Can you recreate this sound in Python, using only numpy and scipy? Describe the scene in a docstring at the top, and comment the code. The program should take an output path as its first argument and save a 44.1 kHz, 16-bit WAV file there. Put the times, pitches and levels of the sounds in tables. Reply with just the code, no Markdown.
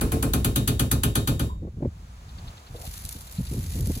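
"""Water hammer in a basement: over a low rumble and faint hiss, surges of water make a copper pipe bang
about nine times a second, slow a little and stop. Each bang is a metal clank, then dull knocks of the
pipe against its supports. The pipe creaks, the microphone is bumped, and a garden fades in: a distant
sprinkler ticks, a near one gurgles, hisses and spits, and wind buffets the microphone."""
import sys
import numpy as np
from scipy import signal
from scipy.fft import rfft, irfft
from scipy.io import wavfile
from scipy.ndimage import uniform_filter1d

SR = 44100
rng = np.random.default_rng(int(sys.argv[2]) if len(sys.argv) > 2 else 0)


def put_to_file(sound):
    """Save the sound as 16-bit audio at rate SR, in the file named by the first command-line argument."""
    columns = np.atleast_2d(sound).T  # one column per channel
    safe = np.clip(columns, -1, 1)
    whole_steps = np.round(safe * 32767)
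    wavfile.write(sys.argv[1], SR, whole_steps.astype(np.int16))


N = 176400

# the pipe's bangs: (time [s], thump level [dB], clank level [dB], clank's bite [dB], clank's treble [dB])
BANGS = [(0.0123, -0.5, -1.5, -9, -2.5), (.120, -0.5, -2, -11.5, -3.5), (0.2271, -1, -1.5, -7, 0),
         (.336, 0, -2, 1, 1.5), (0.447, -0.5, -3, 2.5, 4), (.56, -0.5, -4.5, 5.5, 5.5),
         (.677, -0.5, -6, 7.5, 6.5), (.796, -0.5, -5, 6.5, 5), (0.9147, -1.5, -4, 5, 6),
         (1.0353, -1, -1.5, 2.5, 3.5), (1.155, -0.5, -2, 4, 2), (1.275, -0.5, -3, 2.5, 1),
         (1.395, -3, -7.5, 4.5, -5)]
# how alike left and right sound: (frequency [Hz], likeness [-1 opposite to 1 the same])
INDOOR_LIKENESS = [(100, 0.76), (350, 0.93), (700, 0.31), (1300, -0.24), (2400, -0.081), (4000, -0.28),
                   (7000, -0.18), (9000, 0.69), (14000, 1)]
OUTDOOR_LIKENESS = [(150, 1), (400, 0.76), (900, 0.41), (3000, 0.36), (4200, 0.16), (7000, 0.57),
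                    (9000, 0.9), (14000, .99)]


def from_db(db):
    """Turn decibels into a factor to multiply by."""
    return 10 ** (np.asarray(db) / 20)


def rms_one(x):
    """Scale a signal to an average power of 1."""
    return x / np.sqrt(np.mean(x ** 2) + 1e-20)


def clock():
    """The time of every sample, in seconds."""
    return np.arange(N) / SR


def level(rows):
    """A volume curve through points of (time [s], level [dB])."""
    return from_db(np.interp(clock(), *np.transpose(rows)))


def at_hz(points):
    """Read a (frequency [Hz], value) table at every frequency."""
    hz, value = np.transpose(points)
    return np.interp(np.log(np.fft.rfftfreq(N, 1 / SR) + 1), np.log(hz), value)


def noise(spectrum, likeness):
    """Stereo noise with the given tone colour and left-right likeness, at power 1."""
    mid, side = rfft(rng.standard_normal((2, N)))
    alike = np.clip(at_hz(likeness), -1, 1)
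    stereo = np.sqrt(1 + alike) * mid + np.sqrt(1 - alike) * side * [[1], [-1]]
    return rms_one(irfft(from_db(at_hz(spectrum)) * stereo, N))


def butter(x, hz, kind, order=2):
    """A filter that keeps the "low" part, the "high" part or a "band" of a sound."""
    return signal.sosfilt(signal.butter(order, hz, kind, fs=SR, output="sos"), x + 1e-18)


def boost(x, db, hz, kind):
    """Turn one range of frequencies up or down."""
    return x + (from_db(db) - 1) * butter(x, hz, kind, order=1)


def even(x, size):
    """Hold the power near 1 over every stretch of `size` samples."""
    return x / np.sqrt(uniform_filter1d(x ** 2, size) + 1e-12)


def wobble(hz):
    """A random wavering, mostly slower than `hz`, at power 1."""
    return rms_one(butter(rng.standard_normal(N), hz, "low"))


def resonant_noise(hz, width_hz):
    """Steady noise around one pitch."""
    band = [hz - width_hz / 2, hz + width_hz / 2]
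    return even(butter(rng.standard_normal(N), band, "band"), size=1200)


def burst(start, rise, hold, fall):
    """A volume curve that swells up to `start`, holds and dies away; all in seconds."""
    t = clock() - start
    return np.exp(np.maximum(np.minimum(t, 0) / rise - np.maximum(t - hold, 0) / fall, -60))


def clicks(times, gains):
    """One click at each time."""
    out = np.zeros(N)
    np.add.at(out, (np.abs(times) * SR).astype(int), gains)
    return out


def modes(table):
    """A struck object's tones, alternating in sign; each fades by 60 dB in its ring time."""
    t = clock()[:SR]
    return sum((-1) ** k * from_db(db - 60 * t / ring_s) * np.sin(2 * np.pi * hz * t)
               for k, (hz, db, ring_s) in enumerate(table))


def play(force, response):
    """Every push in `force` sets off a copy of the sound `response`."""
    return signal.fftconvolve(np.atleast_2d(force), np.atleast_2d(response)[:, :SR], axes=1)[:, :N]


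def pipe(force, table):
    """The struck pipe rings; it works into a new position, which changes the strength of its tones."""
    shifted = np.clip((clock() - 0.23) / 0.3, 0, 1)  # moves from 0.23 s on, for 0.3 s
    first = modes([(hz, db, ring_s) for hz, db, _, ring_s in table])
    later = modes([(hz, db, ring_s) for hz, _, db, ring_s in table])
    return play(force * (1 - shifted), first) + play(force * shifted, later)


def air():
    """A faint background hiss sinks away, then comes back as garden air."""
    # tone colour of the air: (frequency [Hz], level [dB])
    colour = [(100, 4.5), (450, -2), (800, 3), (1300, 1.5), (2000, -5), (3800, -6.5), (5500, -9),
              (6500, -8), (10000, -14.5), (13500, -17.5), (16000, -17.5)]
    # its loudness: (time [s], level [dB])
    loudness = [(0, -45.5), (1.55, -65), (1.75, -62.5), (2.0, -56), (2.25, -53.5), (2.5, -49), (2.65, -52),
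                (4, -53)]
    return noise(colour, OUTDOOR_LIKENESS) * level(loudness)


def wind():
    """Wind rumbles, the same in both ears, and eases off midway."""
    # tone colour of the rumble: (frequency [Hz], level [dB])
    colour = [(20, -18), (40, -5), (68, -1), (110, -13), (170, -18), (300, -35), (600, -44), (1500, -109)]
    # its loudness: (time [s], level [dB])
    loudness = [(0, -26.5), (1.45, -30), (1.56, -31), (1.72, -39), (2.1, -41), (2.22, -43.5), (2.38, -37),
                (2.55, -45), (2.63, -51), (2.8, -41), (3.1, -42), (3.32, -44), (3.46, -31.5), (3.7, -30),
                (3.87, -26.5), (4, -33.5)]
    return even(noise(colour, OUTDOOR_LIKENESS)[0], size=2600) * level(loudness)


def clanks():
    """The pipe scrapes its hanger and hits it with a crack; pipe and room ring, and metal clatters."""
    # tone colour of the clank: (frequency [Hz], level [dB])
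    colour = [(500, -3), (800, 1), (1400, 1), (2100, -7), (3300, -0.5), (4300, -0.5), (5400, -16),
              (6150, -1.5), (6750, -9.5), (7500, -2.5), (9000, -2), (12000, 0), (15700, -4)]
    # tones of the pipe wall and fittings: (pitch [Hz], first level [dB], later level [dB], ring time [s])
    wall_tones = [(802,-34,-37,.2), (1070,-27,-35,.22), (1229,-42,-30,.18), (1416,-36,-32,.16),
                  (1787,-41,-37,.2), (2385,-35,-37,.14), (2525,-39,-42,.22), (3006,-48,-46,.4),
                  (3281,-42,-37,.16), (3760,-45,-40,.48), (4274,-40,-43,.2), (4750,-47,-44,.35),
                  (6180,-48,-38,.2), (7326,-55,-44,.45), (7507,-42,-50,.35), (7854,-48,-50,.35),
                  (8406,-50,-46,.25), (10147,-34,-36,.24), (11278,-44,-34,.2), (12489,-33,-34,.13),
                  (13722,-40,-34,.09)]
    t, force, cracks, blows = clock(), 0, 0, 0
    grit = rng.standard_normal(N)
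    for start, _, db, bite_db, treble_db in BANGS:
        chatter = grit * burst(start, rise=0.0008, hold=0, fall=0.0008)
        scrape = grit * burst(start - 0.001, rise=0.003, hold=0, fall=0.0008)
        contact = clicks([start], 0.99) + from_db(-10) * chatter / np.linalg.norm(chatter)
        contact += from_db(-16) * scrape / np.linalg.norm(scrape)
        contact = boost(contact, bite_db, [2400, 5630], "band")
        force += from_db(db) * boost(contact, treble_db, 6500, "high")
        blows += clicks([start], from_db(db + 0.35 * bite_db))
        cracks += from_db(db + treble_db) * burst(start, rise=0.0013, hold=0.0014, fall=0.00068)
    crack = butter(noise(colour, INDOOR_LIKENESS), 3060, "high", order=1) * from_db(-16.5) * cracks
    metal = noise(colour, INDOOR_LIKENESS)
    clatter = metal * from_db(-21.5) * burst(0.0025, rise=0.0013, hold=0, fall=0.013)
    echo_fade = from_db(-28 - 60 * t / 0.29) * np.minimum(t / 0.0031, 1)  # the room rings for 0.29 s
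    room = butter(metal[:, ::-1], 3900, "low", order=1) * echo_fade
    out = crack + play(force, butter(clatter + room, 490, "high")) + pipe(blows, wall_tones)
    return boost(out, [[2], [-2]], [400, 3500], "band")  # the middle range is louder on the left


def thumps():
    """Every pressure surge throws the pipe against its supports, and the basement booms."""
    # knocks after each bang: (delay [s], level [dB], dulled above [Hz])
    rebounds = [(.001, -4.5, 600), (0.0175, 1, 269), (0.0336, -5.5, 400), (0.045, -1.5, 220),
                (0.0625, -1, 100)]
    # tones of the bending pipe: (pitch [Hz], first level [dB], later level [dB], ring time [s])
    bending_tones = [(46.6,-28,-42.5,.2), (63,-33,-27,.12), (112.5,-24,-15.5,0.093), (145,-23.5,-18.5,0.11),
                     (202,-23,-24,0.22), (233.6,-29,-31.5,0.12), (289,-22,-29,0.12), (335,-29,-38.5,.14),
                     (409.6,-30,-33,0.25), (447,-28.5,-34,.22), (537.5,-28,-32,0.11), (618,-29,-34.5,0.084),
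                     (735,-29,-39.5,0.11)]
    # tone colour of the boom: (frequency [Hz], level [dB])
    colour = [(25, -28), (40, 0), (70, -5), (120, -2.5), (170, 1), (300, -0.5), (450, -12), (700, -17.5),
              (1300, -34)]
    times, thump_db, *_ = np.transpose(BANGS)
    t, knocks = clock(), 0
    for delay, db, hz in rebounds:
        jitter = rng.normal(0, 0.00043, len(times))
        knocks += butter(clicks(times + delay + jitter, from_db(thump_db + db)), hz, "low", order=1)
    swell = np.minimum(t / 0.025, 1) * from_db(-18 - 60 * t / 0.3)  # rises in 25 ms, rings for 0.3 s
    boom = even(noise(colour, INDOOR_LIKENESS), size=1500) * swell
    return play(clicks(times, from_db(thump_db)), boom) + pipe(knocks, bending_tones)


def squeak():
    """The pipe creaks faintly as it settles."""
    creak = resonant_noise(1033, width_hz=110)
    return from_db(-43) * creak * burst(1.5, rise=0.0079, hold=0.0095, fall=0.028)


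def buffets():
    """Handling bumps, then puffs of wind, hit the microphone with short, lumpy thuds."""
    # bumps and puffs: (time [s], length [s], level [dB], dulled above [Hz])
    puffs = [(1.623, 0.033, -35.5, 330), (1.67, 0.014, -38, 400), (1.772, 0.018, -30.5, 149),
             (1.804, 0.013, -35, 317), (1.824, 0.0074, -26.5, 382), (1.849, 0.0079, -23.5, 378),
             (1.87, 0.013, -25, 128), (2.43, 0.07, -33.5, 64.6), (2.7, 0.049, -35.5, 74),
             (2.877, 0.02, -30, 65), (3.047, 0.01, -32.5, 88), (3.153, 0.014, -39, 200),
             (3.385, 0.026, -24.5, 180), (3.515, 0.034, -28.5, 210), (3.565, 0.03, -26, 200),
             (3.748, 0.04, -31, 202), (3.792, 0.052, -26.5, 167), (3.867, 0.014, -27.5, 209),
             (3.898, 0.011, -23.5, 258), (3.965, 0.011, -29.5, 190)]
    swirls = rng.standard_normal(N) * from_db(-wobble(hz=490))
    out = 0
    for start, length, db, hz in puffs:
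        thud = butter(butter(swirls, hz, "low", order=3), 54, "high")
        out += from_db(db) * even(thud, size=1100) * burst(start, rise=0.0016, hold=length, fall=0.0068)
    return out


def taps():
    """Soft taps on the microphone's case ring it briefly."""
    # the taps: (time [s], level [dB])
    touches = [(1.83, -21), (1.855, -18.5)]
    # tones of the case: (pitch [Hz], level [dB], ring time [s])
    case_tones = [(130, 2.5, 0.063), (359, -2, 0.03), (540, -9, 0.027)]
    times, db = np.transpose(touches)
    return play(butter(clicks(times, from_db(db)), 1000, "low"), modes(case_tones))


def far_sprinkler():
    """A swinging arm cuts a distant water jet, ticking up to about ten times a second."""
    # the ticks: (time [s], level [dB])
    ticks = [(2.292, -53), (2.384, -50), (2.479, -46.5), (2.574, -50.5), (2.67, -53), (2.761, -50),
             (2.866, -45.5), (2.965, -53), (3.06, -52), (3.165, -52), (3.275, -53), (3.375, -46.5),
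             (3.47, -46), (3.735, -49), (3.951, -46)]
    pulses = sum(from_db(db) * burst(start, rise=0.0046, hold=0.0064, fall=0.0072) for start, db in ticks)
    return resonant_noise(3750, width_hz=1550) * pulses


def near_sprinkler():
    """Fluttering spray and spattering drops follow the water pressure; trapped air gurgles and spits."""
    # water pressure, heard as hiss: (time [s], level [dB])
    flow = [(0, -120), (2.2, -100.5), (2.72, -62.5), (2.81, -44.5), (2.9, -47), (3.0, -44.5), (3.15, -45.5),
            (3.32, -50.5), (3.5, -47), (3.68, -44), (3.9, -43), (4, -40.5)]
    # tone colour of the spray: (frequency [Hz], level [dB])
    colour = [(600, -17), (1800, -6.5), (3000, -6), (4200, -2), (5500, -4), (6500, -2), (9500, -3),
              (10700, 1.5), (13000, -2), (15000, -4.5), (16000, -29)]
    # gurgles in the nozzle: (time [s], length [s], level [dB], pitch [Hz])
    bubbles = [(2.747, 0.0048, -38, 467), (2.784, 0.035, -49.5, 600), (2.831, 0.022, -45.5, 630)]
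    # air spat from the nozzle: (time [s], level [dB])
    air_pops = [(3.051, -25), (3.061, -34), (3.091, -24.5), (3.126, -27.5), (3.324, -35), (3.535, -34),
                (3.808, -28), (3.872, -28.5)]
    flutter_db, surge_db = 2.76 * wobble(hz=87), 1.46 * wobble(hz=12)
    spray = noise(colour, OUTDOOR_LIKENESS) * level(flow) * from_db(flutter_db + surge_db)
    pops = sum(from_db(db) * burst(start, rise=0.00015, hold=0, fall=0.0025) for start, db in air_pops)
    spits = butter(noise(colour, OUTDOOR_LIKENESS), 6000, "high", order=1) * pops
    landings = rng.random(N) < 280 / SR  # about 280 drops a second
    drops = landings * from_db(-10 * np.minimum(rng.exponential(1, N), 3))
    splashes = play(drops, burst(0, rise=1, hold=0, fall=0.00054)) * noise(colour, OUTDOOR_LIKENESS)
    spatter = rms_one(splashes) * level(flow) * from_db(-17.5)
    gurgles = sum(from_db(db) * resonant_noise(hz, width_hz=350) * burst(start, 0.002, length, 0.013)
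                  for start, length, db, hz in bubbles)
    return spray + spits + spatter + gurgles


def scene():
    """The basement pipe, then the garden sprinklers, with air, wind and bumps on the microphone."""
    background = air()
    basement = thumps() + clanks() + squeak()
    garden = near_sprinkler() + far_sprinkler()
    return background + basement + garden + wind() + buffets() + taps()


def record(dry):
    """The microphone's right opening lags its left; the deepest bass and highest treble are cut."""
    # how far the right side lags: (frequency [Hz], lag [cycles])
    right_lag = [(0, 0), (400, 0), (1300, .5), (2300, 1), (3200, 1.5), (4150, 2), (5050, 2.5), (6500, 3),
                 (7700, 3.2), (8600, 3.5), (10150, 4), (15000, 5.5), (17000, 6.1)]
    cycles = np.interp(np.fft.rfftfreq(2 * N, 1 / SR), *np.transpose(right_lag))
    right = irfft(rfft(dry[1], 2 * N) * np.exp(-2j * np.pi * cycles))[:N]
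    treble_cut = signal.ellip(10, .2, 70, 15800, fs=SR, output="sos")
    return signal.sosfilt(treble_cut, butter(np.array([dry[0], right]), 36, "high"))


dry = scene()
out = record(dry)
put_to_file(out)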